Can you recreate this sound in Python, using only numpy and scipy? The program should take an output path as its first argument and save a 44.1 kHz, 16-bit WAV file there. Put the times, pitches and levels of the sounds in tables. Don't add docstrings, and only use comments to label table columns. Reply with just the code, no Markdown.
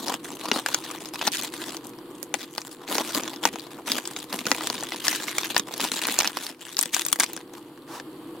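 import sys
import numpy as np
from scipy import signal
from scipy.fft import rfft, irfft, next_fast_len
from scipy.io import wavfile
from scipy.ndimage import uniform_filter1d, map_coordinates

SR = 44100
rng = np.random.default_rng(int(sys.argv[2]) if len(sys.argv) > 2 else 0)


def dump(signal):
    limited = np.clip(np.atleast_2d(signal).T, -1, 1)
    pcm = np.round(limited * 32767).astype(np.int16)
    wavfile.write(sys.argv[1], SR, pcm)


N = 370440

# time_s, level_db
FAN_LEVEL = [(0.0, -42.5), (2.15, -41.5), (2.62, -47), (3.11, -42), (4.23, -43.5), (4.54, -40.5),
             (5.94, -44.5), (6.57, -50.5), (7.09, -44.5), (7.86, -45), (8.02, -42), (8.4, -40.5)]
# frequency_hz, density_db
AIR_SPECTRUM = [(30, -27.5), (90, -28), (125, -10.5), (220, -14.5), (320, 3.5), (420, -10), (680, -21.5),
                (1100, -16.5), (1400, -25), (2400, -31.5), (3100, -26), (3800, -31.5), (4500, -28.5),
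                (5700, -53), (7400, -36), (9700, -34), (12000, -31.5), (16000, -42)]
SKIN_SPECTRUM = [(400, -14), (1000, 1), (2200, -13.5), (4500, -13.5), (14000, -21)]
SMALL_PANEL_SPECTRUM = [(500, -71), (1200, -19), (1650, -4), (2300, -4), (3500, 0), (5000, -5.5),
                        (7000, -18)]
LARGE_PANEL_SPECTRUM = [(120, -13), (250, 5.5), (500, -2.5), (1000, 3), (1400, -5.5), (2500, -35.5)]
CREASE_SPECTRUM = [(3000, -77), (5000, -14), (6500, 1.5), (9000, 0), (11000, -4.5), (15000, -6.5),
                   (16500, -12)]
# frequency_hz, correlation
AIR_COHERENCE = [(60, 0.87), (240, 1), (950, 0.96), (3770, 0.1), (15000, 0.0092)]
FILM_COHERENCE = [(60, 0.85), (240, 0.84), (950, 1), (3770, 0.72), (15000, 0.0057)]
# frequency_hz, t60_s
ROOM_DECAY = [(300, 0.028), (2000, 0.1), (10000, 0.016)]
# time_s, level_db
SLIDE_LEVEL = [(7.86, -75), (7.885, -46), (7.96, -36.5), (8.01, -49), (8.05, -99)]
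# start_s, length_s, level_db, crease_db, large_panel_db
FLEXES = [(0, 0.039, -41, -2, 0), (0.062, 0.078, -37, -4.5, 3.5), (0.239, 0.12, -47, 2.5, 3.5),
          (0.398, 0.1, -41.5, -7.5, 1), (0.542, 0.044, -34, -5, -0.5), (0.664, 0.077, -37, -8, -5),
          (0.741, 0.33, -44, -5.5, -2.5), (1.139, 0.053, -40.5, -3.5, -4.5), (1.221, 0.06, -36, -8, -3),
          (1.331, 0.12, -35, -4.5, -7), (1.526, 0.22, -40, -5.5, -2.5), (1.844, 0.056, -55, 8.5, 5),
          (2.11, 0.097, -65, 26, 9), (2.228, 0.0099, -60.5, 24, -14), (2.354, 0.086, -44, -4, -4.5),
          (2.513, 0.23, -51, 2.5, -1), (2.81, 0.093, -52.5, -13, 5.5), (2.886, 0.12, -35, -1.5, 1.5),
          (3.043, 0.11, -39, -3.5, 0), (3.146, 0.045, -35, 0.5, 4.5), (3.218, .12, -42.5, -8.5, 2),
          (3.438, 0.021, -31, -6, 0), (3.52, 0.13, -47.5, -5, -2.5), (3.713, 0.014, -45, -9, -3),
          (3.757, 0.031, -56, -1, 17), (3.873, 0.11, -34, -4.5, -1.5), (4.036, 0.2, -44.5, -3.5, -3.5),
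          (4.307, 0.09, -37, -3, -3.5), (4.452, 0.1, -37, -3, -4), (4.578, 0.18, -37.5, -6.5, -6),
          (4.791, 0.23, -40, -8, -6.5), (5.042, 0.12, -31.5, -3.5, -10.5), (5.204, 0.31, -36.5, -5.5, -7.5),
          (5.548, 0.032, -36.5, -5, -2.5), (5.68, 0.092, -41.5, -6.5, 1), (5.792, 0.069, -30, -9, -4.5),
          (5.909, 0.25, -34, -4.5, -6), (6.182, 0.072, -31, -9, -7.5), (6.296, .2, -41, -5, -2.5),
          (6.611, 0.13, -46.5, -2.5, -8), (6.784, 0.08, -39.5, -0.5, -6.5),
          (6.932, 0.083, -34.5, -1, -11.5), (7.056, 0.15, -44.5, 0, -6), (7.196, 0.042, -30.5, -7, -8.5),
          (7.285, 0.016, -45.5, -7, 1), (7.33, 0.075, -52, -6, -3), (7.537, 0.046, -51, -4, 2)]
# start_s, level_db, pitch_hz, thump_db, crack_hz, crack_db, left_over_right_db
SNAPS = [(0.0823, -17.5, 1020, -18, 5100, 1.5, 5), (0.123, -28, 1320, -13, 6450, -10, 0),
         (0.46, -25, 2500, -10, 4670, 0, 0), (0.485, -18.5, 1230, -6, 4610, -5, 2),
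         (0.5154, -2.5, 2880, -8.5, 4460, -14, 3.5), (0.533, -22, 3350, -9, 6500, -6, 1.5),
         (0.56, -12.5, 1300, -3, 4770, -13, 3), (0.6614, -6.5, 1710, -24, 7350, -7, 2),
         (0.686, -15, 960, -18, 6700, -5, 0), (0.729, -24, 1520, -21, 4600, -2, 2.5),
         (0.745, -7.5, 1530, -27, 5860, 3, 3), (0.841, -32, 1180, -10, 5010, 6.5, 2.5),
         (0.912, -27, 1090, -15, 7100, 3, 5), (1.057, -29.5, 3510, -18, 4920, 6.5, 2.5),
         (1.0877, -39, 840, -13, 7500, 10, 3), (1.157, -19.5, 2570, -15, 4510, -3, 2),
         (1.213, -11, 2570, -25, 5910, -15, 1.5), (1.225, -15.5, 1020, -20, 5260, -12, 3),
         (1.269, -11.5, 3450, -22, 6500, -3, 2), (1.2733, -10, 915, -8, 5110, 0.5, 6),
         (1.278, -7.5, 860, -24, 4630, -0.5, 2), (1.4227, -21, 4200, -10, 6960, -2, 8),
         (1.693, -25, 700, -12, 5030, 0, 5), (1.768, -30.5, 950, -19, 5120, 8, 5),
         (1.843, -35, 620, -6, 6000, 0, 3), (1.935, -37, 2500, -8, 5510, -8, 7),
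         (1.987, -36, 1060, -8, 4880, -2, 5), (2.229, -32.5, 610, -5, 9400, 11, -16),
         (2.341, -6, 810, -23, 6960, -4, 5), (2.406, -30, 3970, -15, 5010, -2, 6),
         (2.415, -28, 3400, -14, 6160, -1, 3.5), (2.43, -27.5, 3400, -12, 4580, 0, 2.5),
         (2.5801, -11, 876, -19, 4520, -3.5, 1.5), (2.617, -26.5, 2420, -15, 6000, 1, 2.5),
         (2.713, -44, 1130, -8, 4990, 4, 7), (2.887, -26, 790, -3, 4690, -3, 0),
         (2.953, -13, 990, -1.5, 5220, 1, 1.5), (2.982, -8.5, 1040, -10, 5750, -1, 0),
         (3.1482, -17.5, 3330, -10, 4660, 8, 4), (3.197, -15, 650, -7, 4600, -16, 1),
         (3.235, -17.5, 930, -8, 5590, -4, 2), (3.278, -15.5, 3430, -24, 5880, -6, -3),
         (3.361, -29.5, 3520, -12, 5350, 1, 6), (3.437, -13, 3360, -20, 5550, -16, 6),
         (3.4535, -0.5, 940, -15, 5100, -4, 3.5), (3.537, -26, 3130, 2, 5250, -7, 7),
         (3.5577, -18, 740, -19, 5770, -8, 6), (3.596, -30.5, 3750, -12, 4630, 5.5, 4.5),
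         (3.669, -30, 1010, -16, 4800, -7, 8), (3.881, -12.5, 945, -21, 4660, -14, 2),
         (3.918, -11, 3720, -17, 5100, 4.5, 4), (3.9846, -14.5, 1680, -11.5, 6860, -11, 1),
         (4.0545, -22, 3540, -23, 4560, -2, 3), (4.0748, -27.5, 970, -21, 7520, 8.5, 3),
         (4.1635, -12.5, 3770, -21, 6050, -11, 2.5), (4.2017, -34, 3520, -12, 4510, 8, 1),
         (4.328, -18.5, 1080, -11, 4660, 1, 0), (4.455, -20, 2520, -16, 5500, -6, 0),
         (4.4666, -8, 1490, -8, 5250, -4, 0), (4.5157, -2, 1990, -12, 5800, -3, 0.5),
         (4.582, -18, 1070, -13, 4530, -7, 1.5), (4.6085, -14, 1250, -26, 4680, -14, 0.5),
         (4.6714, -11.5, 3570, -28, 7000, 1.5, 3), (4.7003, -12, 990, -11, 5050, -3, 3),
         (4.747, -23, 1640, -5, 4590, 1, 1.5), (4.78, -18, 3640, -9, 4620, -11, 0),
         (4.8072, -28, 4500, -9, 6000, 4, 2), (4.816, -37, 3240, -12, 5500, 1, 1.5),
         (4.835, -22, 1890, -17, 7630, 5, 2), (4.9065, -38, 3620, -18, 5050, -5, 1),
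         (4.9205, -14, 2030, -18, 4830, -11, 3), (4.944, -19, 940, -7, 5980, -10, 1),
         (5.0474, -19.5, 3020, -24, 6540, -3, 1), (5.0815, -6.5, 1750, -35, 5540, 2, 4.5),
         (5.129, -14, 1970, -28, 5000, -2, 0), (5.1577, -24, 3460, -24, 4540, -2, 3),
         (5.2005, -17.5, 1630, -13, 4530, -11, -3), (5.282, -13.5, 2140, -24, 4500, -16, -6),
         (5.3831, -7.5, 2260, -32, 7100, 2.5, 0), (5.414, -23, 3470, -18, 5490, -2, -5),
         (5.4328, -12.5, 3640, -29, 4550, -18, 3), (5.546, -23, 3950, -13, 4590, 0, 0),
         (5.565, -1.5, 1790, -41, 4700, -5.5, 2.5), (5.579, -18.5, 2530, -18, 6900, 12, 2),
         (5.596, -11, 3700, -10, 5920, -1, -5), (5.71, -24, 1010, -10, 4700, -14, -6),
         (5.739, -23, 767, -15, 5160, 4.5, -6), (5.779, -24, 4020, -16, 11600, 3, 0),
         (5.798, -14, 935, -16, 4890, -11, -1), (5.804, -15, 3800, -20, 7420, -1, 0),
         (5.813, -17, 4100, -25, 4530, -5, 1), (5.8408, -21, 1980, -23, 8700, 5, 1.5),
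         (5.846, -13.5, 3590, -24, 4630, -11, -1), (5.875, -22, 3700, -16, 4640, -4, -1.5),
         (5.917, -7, 4100, -15, 8350, -8, 4), (5.941, -19, 2800, -22, 4550, -3, -1),
         (6.034, -19, 3420, -14, 6500, -4, 3), (6.0467, -16, 4350, -21, 4500, -7, 2),
         (6.0527, -9, 2500, -23, 5690, -15, 2.5), (6.0699, -19.5, 1500, -20, 10900, 9, 1),
         (6.085, -11.5, 1570, -6, 5140, -3, 0.5), (6.1235, -23, 890, -14, 9000, 8, 0),
         (6.189, -9, 1020, -26, 6340, 5.5, -1.5), (6.203, -9, 3000, -30, 6000, 0, 2),
         (6.209, -11, 2300, -33, 4590, 0, -2), (6.232, -21, 1660, -22, 5490, 2, -3),
         (6.2454, -10, 2640, -31, 7380, -12, -1), (6.255, -14, 1690, -23, 5000, -14, 0),
         (6.275, -12, 3170, -28, 4900, 3, -2), (6.3709, -12.5, 1090, -11, 4660, -1.5, -4),
         (6.466, -19, 4420, -16, 4640, 3, 1), (6.684, -30, 3510, -24, 5980, -9, 8),
         (6.7685, -16.5, 3850, -31, 5150, 1, 6), (6.783, -32, 4130, -26, 10100, 11, 0),
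         (6.79, -14, 1120, -31, 6430, 12.5, 5.5), (6.812, -25.5, 3600, -20, 8000, 16, 1),
         (6.8277, -21, 1940, -24, 10400, 11.5, 5), (6.835, -21, 3450, -20, 4760, -1, 9),
         (6.857, -21, 3440, -7, 4520, -3, 7), (6.946, -15.5, 3600, -33, 6440, 8, 6),
         (6.9654, -12, 1600, -25, 7160, -3, 9.5), (6.9947, -16, 3500, -30, 7300, 2, 10),
         (7.051, -28, 2550, -14, 6650, 8, 6), (7.0642, -19.5, 3500, -24, 11200, 10, 7),
         (7.0849, -20, 3880, -30, 6900, 6.5, 3), (7.128, -6, 3400, -30, 9100, 5, 5),
         (7.159, -22, 2000, -12, 8280, 3, -1), (7.1991, -10.5, 1600, -18, 8380, 6, 3),
         (7.2037, -6.5, 2170, -22, 5810, 1.5, 0), (7.209, -11, 1610, -23, 8430, -7, 6),
         (7.2341, -9, 2210, -30, 6200, 0, 0), (7.240, -15, 2450, -28, 6780, 1, 2),
         (7.333, -30, 4200, -16, 11200, 11, 2), (7.3652, -23, 3370, -6, 7800, 2, -1),
         (7.375, -22.5, 1590, -18, 6000, -8, 7), (7.405, -27.5, 1090, -21, 4640, -18, 0),
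         (7.999, -20.5, 1750, -9, 6360, -8.5, 2.5)]


def amp(db):
    return 10 ** (np.asarray(db) / 20)


def unit(x):
    return x / np.sqrt(np.mean(x ** 2) + 1e-20)


def decay(t, t60_s):
    return amp(-60 * t / t60_s)


def attack(t, rise_s=0.0001):
    return 1 - np.exp(-t / rise_s)


def along(points, hz):
    f, v = np.transpose(points)
    return np.interp(np.log(hz + 1), np.log(f + 1), v)


def curves(rows):
    time_s, *columns = np.transpose(rows)
    return [np.interp(np.arange(N) / SR, time_s, column) for column in columns]


def wobble(rate):
    knots = rng.standard_normal(int(N * rate / SR) + 4)
    return map_coordinates(knots, [np.arange(N) * rate / SR])


def filtered(x, response):
    size = next_fast_len(N + 8192)
    return irfft(rfft(x, size) * response(np.fft.rfftfreq(size, 1 / SR)), size)[..., :N]


def band(x, lo_hz, hi_hz):
    return signal.sosfilt(signal.butter(2, (lo_hz, hi_hz), "band", fs=SR, output="sos"), x)


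def spread(pair, spectrum, coherence):
    def response(hz):
        angle = np.arccos(np.clip(along(coherence, hz), -1, 1)) / 2
        return amp(along(spectrum, hz)) * [np.cos(angle), np.sin(angle)]
    mid, side = filtered(pair, response)
    return unit(np.array([mid + side, mid - side]))


def fan(motor_hz=480):
    level_db, = curves(FAN_LEVEL)
    air = spread(rng.standard_normal((2, N)), AIR_SPECTRUM, AIR_COHERENCE)
    phase = 2 * np.pi * motor_hz * np.arange(N) / SR + 0.5 * wobble(5)
    motor = amp(-10 + 1.5 * wobble(6)) * np.sin(phase)
    return amp(level_db) * (air + motor)


def room(x):
    hz, t, spectra = signal.stft(rng.standard_normal((2, SR // 4)), SR, nperseg=128)
    tail = signal.istft(spectra * decay(t, along(ROOM_DECAY, hz)[:, None]), SR, nperseg=128)[1]
    delayed = np.pad(x, ((0, 0), (80, 0)))
    return signal.fftconvolve(delayed, tail / np.linalg.norm(tail[0]), axes=1)[:, :N]


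def finger_slide():
    level_db, = curves(SLIDE_LEVEL)
    return amp(level_db) * spread(rng.standard_normal((2, N)), SKIN_SPECTRUM, FILM_COHERENCE)


def lid_slips(start_s=1.319, mean_gap_s=0.0048, count=12):
    jerks, t = np.zeros(N), np.arange(SR // 100) / SR
    for k, (jitter, size) in enumerate(rng.standard_normal((count, 2))):
        onset = round((start_s + mean_gap_s * (k + 0.25 * jitter)) * SR)
        jerks[onset:][:len(t)] += amp(-17 + 3.6 * size) * decay(t, 0.0059)
    return band(jerks * rng.standard_normal((2, N)), lo_hz=2210, hi_hz=10100)


def handling(rise_db_per_s=1095, fall_db_per_s=344):
    t = np.arange(0, N, 32) / SR
    start_s, length_s, level_db, *colours_db = np.transpose(FLEXES)[..., None]
    rise_db = rise_db_per_s * (start_s - t).clip(0)
    fall_db = fall_db_per_s * (t - start_s - length_s).clip(0)
    power = amp(level_db - rise_db - fall_db).clip(amp(-150)) ** 2
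    rest_power, rest_colours_db = amp(-63) ** 2, (-8.5, 7)
    total = rest_power + power.sum(axis=0)
    mixed_db = [(rest_power * rest_db + (power * flex_db).sum(axis=0)) / total
                for rest_db, flex_db in zip(rest_colours_db, colours_db)]
    return curves(np.transpose([t, 10 * np.log10(total), *mixed_db]))


def shifting_resonances(x, depth_db):
    spectra = signal.stft(x, nperseg=256)[2]
    field = uniform_filter1d(rng.standard_normal(spectra.shape[1:]), size=4, axis=0)
    field = uniform_filter1d(field, size=12, axis=1)
    return signal.istft(spectra * amp(depth_db * unit(field)), nperseg=256)[1][:, :N]


def crackle():
    level_db, crease_db, large_panel_db = handling()
    clumps = np.exp(0.35 * wobble(40))
    pops_per_s = 300 * amp(0.35 * (level_db + 41)) * clumps
    pops = (rng.random(N) < pops_per_s / SR) * amp(4.5 * rng.exponential(size=N).clip(0, 1.8))
    grip_db = 0.21 * (level_db + 38)
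    rub = amp(-6 + grip_db + 4.3 * wobble(70))
    noise = shifting_resonances(rng.standard_normal((2, N)), depth_db=3.5)
    t = np.arange(SR // 50) / SR

    def layer(spectrum, t60_s):
        kicks = pops * amp(rng.normal(0, 3.5, N))
        bursts = unit(signal.fftconvolve(kicks, decay(t, t60_s) * attack(t))[:N])
        drive = np.hypot(bursts, rub)
        local_power = np.abs(uniform_filter1d(drive ** 2, size=3000))
        drive /= local_power ** 0.4
        return spread(drive * noise, spectrum, FILM_COHERENCE)

    small_panels = layer(SMALL_PANEL_SPECTRUM, t60_s=0.007)
    creases = amp(crease_db) * layer(CREASE_SPECTRUM, t60_s=0.0045)
    large_panels = amp(large_panel_db) * layer(LARGE_PANEL_SPECTRUM, t60_s=0.012)
    lean = amp([[0.7], [-0.7]])
    treble_lean = amp([[0.6], [-0.6]])
    return lean * amp(level_db) * (small_panels + treble_lean * creases + large_panels)


def panel_ring(t, pitch_hz):
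    t60_s = 0.022 * (pitch_hz / 1000) ** -0.15
    scatter = (np.arange(18)[:, None] + rng.random((18, 1))) / 18 - 0.5
    neighbour_hz = np.sqrt(pitch_hz * 2200) * np.exp(2.1 * scatter)
    neighbours = np.sin(2 * np.pi * (neighbour_hz * t + 0.62 * rng.random((18, 1)))).sum(axis=0)
    modes = 0.35 * np.sin(2 * np.pi * pitch_hz * t) + 0.11 * neighbours
    blow = 1 + 0.73 * decay(t, 0.0013)
    return modes * blow * decay(t, t60_s) * attack(t)


def tray_thump(t):
    modes_hz = rng.uniform((190, 380), (330, 560))[:, None]
    return np.sin(2 * np.pi * modes_hz * t).sum(axis=0) * decay(t, 0.031) * attack(t, 0.0033)


def crease_crack(t, crack_hz):
    noise = rng.standard_normal((3, len(t)))
    peak = band(noise, lo_hz=0.86 * crack_hz, hi_hz=min(1.3 * crack_hz, 16000))
    shared, *separate = peak + 0.4 * band(noise, lo_hz=4000, hi_hz=15500)
    lag = rng.choice((-2, -1, 2, 2))
    hiss = unit(np.array([shared, np.roll(shared, lag)]) + 0.48 * np.array(separate))
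    blow, fizz = decay(t, 0.0045), amp(-14) * decay(t, 0.03)
    return hiss * (blow + fizz) * attack(t)


def snaps():
    out, t = np.zeros((2, N + SR)), np.arange(SR // 20) / SR
    for start_s, level_db, pitch_hz, thump_db, crack_hz, crack_db, left_over_right_db in SNAPS:
        ring = panel_ring(t, pitch_hz)
        thump = amp(thump_db) * tray_thump(t)
        crack = amp(crack_db) * crease_crack(t, crack_hz)
        pan = amp([[left_over_right_db / 2], [-left_over_right_db / 2]])
        out[:, round(start_s * SR):][:, :len(t)] += amp(level_db) * pan * (ring + thump + crack)
    return out[:, :N]


def scene():
    tray = snaps() + lid_slips() + crackle() + finger_slide()
    direct = band(tray, lo_hz=126, hi_hz=15600)
    return direct + amp(-17.5) * room(direct.mean(axis=0)[None]) + fan()


def record(dry):
    clipped = dry / (1 + np.abs(dry) ** 16) ** (1 / 16)
    return filtered(clipped, lambda hz: hz < 16000)


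dry = scene()
out = record(dry)
dump(out)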